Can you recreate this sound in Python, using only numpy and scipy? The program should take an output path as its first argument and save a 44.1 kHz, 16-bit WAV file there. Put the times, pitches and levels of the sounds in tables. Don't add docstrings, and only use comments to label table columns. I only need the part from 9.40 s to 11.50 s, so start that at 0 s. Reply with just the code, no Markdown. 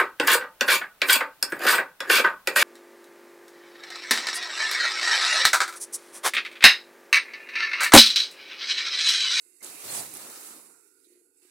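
import sys
import numpy as np
from scipy import signal
from scipy.io import wavfile
from scipy.ndimage import uniform_filter1d

SR = 44100
rng = np.random.default_rng(int(sys.argv[2]) if len(sys.argv) > 2 else 0)


def unload_wav(signal):
    wavfile.write(
        sys.argv[1],
        SR,
        np.round(np.clip(np.atleast_2d(signal).T, -1, 1) * 32767).astype(np.int16),
    )


def elevation(decibels):
    levels = np.asarray(decibels, float)
    return 10 ** (levels / 20)


N = 92610
TIME_S = np.arange(N) / SR
SIDES = np.array([[1], [-1]])
GRIP_S, REGRIP_S = 0.227, 2.018

# t/s, level/dB, boom relative to rustle/dB
CONTACT = [(0.0, -61, -4), (0.2, -61, -11), (0.2, -60, -14), (0.24, -47, -4.5), (0.38, -50, -8.5),
           (0.45, -44, -10.5), (0.55, -38, -27), (0.58, -37.5, -10), (0.7, -50, -7), (0.75, -45, -17),
           (0.85, -47, -3.5), (1.06, -49.5, -8.5), (1.32, -58.5, 11), (1.56, -65, 4.5), (1.72, -65.5, 6),
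           (1.94, -71, 3), (2.05, -62.5, 6), (2.1, -64, -11)]
# f/Hz, level/dB
RUSTLE_SPECTRUM = [(290, 0), (500, -2.5), (718, -4), (3060, -6.5), (4280, -4), (5800, -5.5), (8960, -1),
                   (15100, -7.5), (16000, -2)]
# f/Hz, level/dB
BOOM_SPECTRUM = [(29, -33), (60, -35), (168, -2), (285, 9.5), (715, -2.5), (1100, 3.5), (1350, 3),
                 (1980, -33)]
# f/Hz, level/dB
FAINT_SPECTRUM = [(350, -46), (700, -43), (1490, -10.5), (2300, -1), (3200, -18.5), (4220, -11.5),
                  (6200, -13), (8860, 4.5), (16000, -17)]
# f/Hz, correlation/1
LIKENESS = [(60, -3.5), (180, 1), (550, 0.61), (1650, 0.064), (4970, 0.19), (15000, -0.065)]
# f/Hz, left over right/dB
RUSTLE_PAN = [(60, 3), (180, 4), (550, -0.5), (1650, 0), (4970, -1), (15000, -3.5)]
# f/Hz, left over right/dB
FAINT_PAN = [(60, 1.0), (180, 31), (550, -23.5), (1650, 4), (4970, -20.5), (15000, -12.5)]
# t/s, peak level/dB
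BUMPS = [(0.06, -62), (0.132, -64), (1.592, -66), (1.668, -56.5), (1.702, -59), (1.719, -59), (1.755, -59),
         (1.772, -59), (1.799, -68), (1.815, -62), (1.87, -63.5), (2.023, -62.5), (2.048, -59.5)]
# f/Hz, level/dB, T60/s
CUSHION_MODES = [
    (357.3, 8.5, 0.12),
    (388, -15, 0.1),
    (320, -13, 0.068),
    (465, -14, 0.19),
]
# t/s, peak level/dB, f/Hz
SNAPS = [(0.207, -36, 8050), (0.2275, -27, 9430), (0.231, -43, 10300), (0.2358, -29, 9200),
         (0.2452, -21.5, 8600), (0.2494, -30, 8800), (0.2594, -27.5, 8970), (0.265, -25.5, 8800),
         (0.3, -26, 9300), (0.356, -33, 9390), (0.471, -30, 9040), (0.7383, -22, 10300),
         (0.75, -24.5, 9800), (0.77, -24, 9600), (1.9724, -49, 8720)]
# t/s, peak level/dB
THUDS = [(0.211, -58), (0.287, -51), (0.349, -70), (0.429, -41.5), (0.459, -44), (0.499, -42), (0.551, -35),
         (0.599, -60), (0.659, -47), (0.718, -43), (0.809, -51), (0.879, -76), (0.949, -67)]
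# t/s,
# width/s, level/dB, f/Hz, spread as frequency ratio/1
SWIPES = [(0.57, 0.041, -34.5, 8750, 1.2), (0.512, 0.0078, -41, 8600, 1.11),
          (0.498, 0.013, -44.5, 4300, 1.03), (0.59, 0.014, -50, 4700, 0.98),
          (0.595, 0.033, -49.5, 750, 1.195), (0.37, 0.049, -55.5, 2440, 1.11),
          (1.08, 0.032, -50, 8800, 1.44), (0.265, 0.0045, -50.5, 3500, 1.2),
          (0.217, 0.007, -56.5, 2120, 1.07), (0.2185, 0.0057, -63, 510, 1.4),
          (1.738, 0.043, -74.5, 3300, 1.41), (1.98, 0.0084, -62.5, 8070, 1.05)]
# start t/s, end t/s, level/dB, f/Hz
WHINES = [
    (0.91, 1.17, -58.5, 1330),
    (1.3, 1.66, -70, 1432),
    (1.7, 3, -86, 1440),
    (1.68, 1.8, -76.5, 2100),
]
# f/Hz, half width/Hz, threshold raised/dB
WEAK_BANDS = [(1750, 70, 10), (2780, 50, 10), (3050, 60, 18), (3420, 110, 23), (3950, 60, 13),
              (4750, 70, 12), (5800, 60, 12), (6330, 70, 13)]
GATE_DB = [
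    [[-97]],
    [[-102]],
]


def rms_one(x):
    return x / np.sqrt(np.mean(x ** 2) + 1e-20)


def noise():
    return rng.standard_normal((2, N))


def bandpass(x, order, low_hz, high_hz):
    return signal.sosfilt(signal.butter(order, [low_hz, high_hz], "band", fs=SR, output="sos"), x)


def at_hz(points, hz):
    table = np.array(points)
    return np.interp(np.log(hz), np.log(table[:, 0]), table[:, 1])


def drift(rate_hz):
    r = np.exp(-80 * np.pi * rate_hz / SR)
    slow = signal.lfilter([1], [1, -2 * r, r * r], rng.standard_normal(N // 40 + 2002))
    slow = slow[2000:]
    return np.interp(np.arange(N) / 40, np.arange(len(slow)), rms_one(slow))


def ring(drive, hz, t60):
    r, w = elevation(-60 / (t60 * SR)), 2 * np.pi * hz / SR
    return signal.lfilter([0, np.sin(w)], [1, -2 * r * np.cos(w), r * r], drive + 1e-18)


def resonant_noise(hz, t60):
    return rms_one(ring(ring(noise(), hz, t60), hz, t60))


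def train(rows):
    out = np.zeros(N)
    for s, db in rows:
        out[int(s * SR)] += elevation(db)
    return out


def coloured(source, spectrum, pan, patchy_db, patch_hz):
    out, together = 0, drift(patch_hz)
    top = spectrum[-1][0]
    edges = spectrum[0][0] * 2 ** np.arange(0, 9, 1 / 3)
    edges = np.append(edges[edges < 0.93 * top], top)
    for k, (low, high) in enumerate(zip(edges, edges[1:])):
        mid, side = bandpass(source[k % 2], 2, low, high)
        hz = np.sqrt(low * high)
        alike = np.clip(at_hz(LIKENESS, hz), -0.99, 0.99)
        gain = elevation(at_hz(spectrum, hz) + patchy_db * (0.26 * together + drift(patch_hz)))
        balance = elevation(at_hz(pan, hz) / 2 * SIDES)
        stereo = np.sqrt(1 + alike) * mid + np.sqrt(1 - alike) * side * SIDES
        out = out + gain * balance * stereo
    return out / np.sqrt(np.mean(out.mean(axis=0) ** 2))


def crackle():
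    creases_per_s, spread_db, crease_share = 5000, 1.55, 0.38
    sizes = elevation(spread_db * np.minimum(rng.exponential(1, N), 5))
    born = rng.random(N) < creases_per_s * elevation(3.0 * drift(40)) / SR
    creases = rms_one(sizes * born * rng.standard_normal((2, 2, N)))
    echoes = rng.standard_normal((2, 2, N))
    return np.sqrt(crease_share) * creases + np.sqrt(1 - crease_share) * echoes


def faint_rustle(level_db):
    top_db = np.where(TIME_S < GRIP_S, -60, -50)
    faint_db = np.minimum(level_db, top_db) - 0.72 + 0.6 * drift(9.6)
    return elevation(faint_db) * coloured(crackle(), FAINT_SPECTRUM, FAINT_PAN, patchy_db=0.8, patch_hz=3.3)


def rustle(pressed_db):
    slack_db = -2 * (TIME_S < REGRIP_S) * (TIME_S > REGRIP_S - 0.2)
    foil = coloured(crackle(), RUSTLE_SPECTRUM, RUSTLE_PAN, patchy_db=1.27, patch_hz=16)
    foil = elevation(pressed_db + slack_db + 0.5) * foil
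    dull = signal.sosfiltfilt(signal.butter(2, 2600, fs=SR, output="sos"), foil)
    return dull + elevation(-8 * (TIME_S < GRIP_S)) * (foil - dull)


def boom(pressed_db, boom_db):
    white = rng.standard_normal((2, 2, N))
    gas = coloured(white, BOOM_SPECTRUM, RUSTLE_PAN, patchy_db=3.5, patch_hz=51.0)
    return elevation(pressed_db + boom_db - 4.5) * gas


def hum():
    mid, side = bandpass(noise(), 6, 271.5, 475) * elevation(2.2 * drift(1.5))
    return elevation(-72) * rms_one(mid + 0.54 * side * SIDES)


def rumble():
    return elevation(-96.5) * rms_one(bandpass(noise(), 2, 25, 160))


def undertone():
    return elevation(-93) * resonant_noise(858, 0.066) * elevation([[-3.0], [2.5]])


def bumps():
    soft = bandpass(train(BUMPS), 3, 240, 633)
    return elevation(-8) * sum(elevation(db) * ring(soft, hz, t60) for hz, db, t60 in CUSHION_MODES)


def snaps():
    t60_s, pan_db, size = 0.028, -9, SR // 20
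    out = np.zeros((2, N + SR))
    decay = elevation(-60 * np.arange(size) / SR / t60_s)
    for s, db, hz in SNAPS:
        i = int(s * SR)
        burst = bandpass(decay * rng.standard_normal((2, size)), 3, hz / 1.3, hz * 1.25)
        out[:, i:i + size] += elevation(db - 7 + pan_db / 2 * SIDES) * burst
    return out[:, :N]


def thuds():
    rise_s, low_hz = 0.028, 88
    t = np.arange(SR // 4) / SR / rise_s
    shape = signal.fftconvolve(train(THUDS), t * np.exp(1 - t))[:N]
    mid, side = rms_one(bandpass(noise(), 3, low_hz * 1.03, low_hz * 3.88))
    return elevation(-18) * shape * (mid + 0.17 * side * SIDES)


def swipes():
    foil, out = crackle()[0], 0
    for s, width, db, hz, spread in SWIPES:
        ratio = max(spread, 1.02)
        swell = np.exp(-0.5 * ((TIME_S - s) / width) ** 2)
        out = out + elevation(db) * swell * rms_one(bandpass(foil, 2, hz / ratio, hz * ratio))
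    return out * elevation([[-3.5], [3.0]])


def whine():
    t60_s, fade_db, edge_s = 0.014, 8.5, 0.03
    out = 0
    for a, b, db, hz in WHINES:
        fade = elevation(db - fade_db * np.clip((TIME_S - a) / (b - a), 0, 1))
        edges = np.clip(np.minimum(TIME_S - a, b - TIME_S) / edge_s + 0.5, 0, 1)
        out = out + fade * edges * resonant_noise(hz, t60_s)
    return out * elevation([[-3.0], [2.5]])


def tick():
    start_s, hz, t60_s = 1.645, 3700, 0.12
    decay = elevation(-60 * np.maximum(TIME_S - start_s, 0) / t60_s) * (TIME_S > start_s)
    return elevation(-51) * bandpass(decay * noise(), 2, hz / 1.1, hz * 1.15) * elevation([[-3.5], [3.0]])


def regrip():
    foil = rms_one(bandpass(crackle()[0], 2, 1100, 6300))
    return elevation(-69) * (TIME_S > REGRIP_S) * foil * elevation([[-4.0], [2.5]])


def scene():
    knee_db, slope = -53, 2.6
    s, level, boom_level = np.transpose(CONTACT)
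    level_db, boom_db = np.interp(TIME_S, s, level), np.interp(TIME_S, s, boom_level)
    pressed_db = level_db - slope * np.maximum(knee_db - level_db, 0)
    steady = faint_rustle(level_db) + hum() + rumble() + undertone()
    gripped = rustle(pressed_db) + boom(pressed_db, boom_db)
    events = bumps() + snaps() + thuds() + swipes() + whine() + tick() + regrip()
    return steady + gripped + events


def strips(shape, size):
    field = rng.standard_normal((2, shape[1] // 3 + 1, shape[2]))
    field = np.repeat(field, 3, axis=1)[:, :shape[1]]
    return rms_one(uniform_filter1d(field, size=size, axis=2))


def below(x):
    return 1 / (1 + np.exp(np.clip(x, -30, 30)))


def suppress(x):
    gate_above_hz, knee_db, depth_db, scatter_db = 1600, 1.0, 30, 5
    fill_under_db, hole_db, floor_db, cutoff_hz = 13.0, -22, -80, 15830
    frame = dict(fs=SR, nperseg=1024, noverlap=768)
    hz, _, bins = signal.stft(x, **frame)
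    hiss = signal.stft(elevation(floor_db) * rng.standard_normal(x.shape), **frame)[2]
    bins = bins * elevation(-2 * np.exp(-0.5 * ((hz - 3110) / 220) ** 2))[:, None]
    power = uniform_filter1d(np.abs(bins) ** 2, size=5, axis=1)
    power = uniform_filter1d(power, size=7, axis=2)

    weak_db = sum(db * (np.abs(hz - at) < half) for at, half, db in WEAK_BANDS)[:, None]
    waver = 1 + 0.45 * strips(bins.shape, size=25).sum(axis=0)
    weak_db = weak_db * np.clip(waver, 0, 1.3)
    over_db = 10 * np.log10(power + 1e-20) - GATE_DB - weak_db
    over_db = over_db - scatter_db * strips(bins.shape, size=60)

    gated = (hz > gate_above_hz)[:, None]
    shut = gated * below(over_db / knee_db)
    holes = gated * (over_db > -fill_under_db) * (strips(bins.shape, size=8) > -0.3)
    fill = hiss * elevation(hole_db * holes - weak_db) * np.clip(hz / 400, 0.25, 1)[:, None]
    out = bins * elevation(-depth_db * shut) + fill

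    quiet = (hz > gate_above_hz / 3)[:, None] * below((over_db - 14) / 4)
    out = out * elevation(4.5 * quiet * strips(bins.shape, size=40).mean(axis=0))
    return signal.istft(out * (hz < cutoff_hz)[:, None], **frame)[1][:, :N]


def top_cut(x):
    return signal.sosfilt(signal.butter(12, 15830, fs=SR, output="sos"), x)


def record(dry):
    mix = suppress(dry)
    return top_cut(mix)


dry = scene()
out = record(dry)
unload_wav(out)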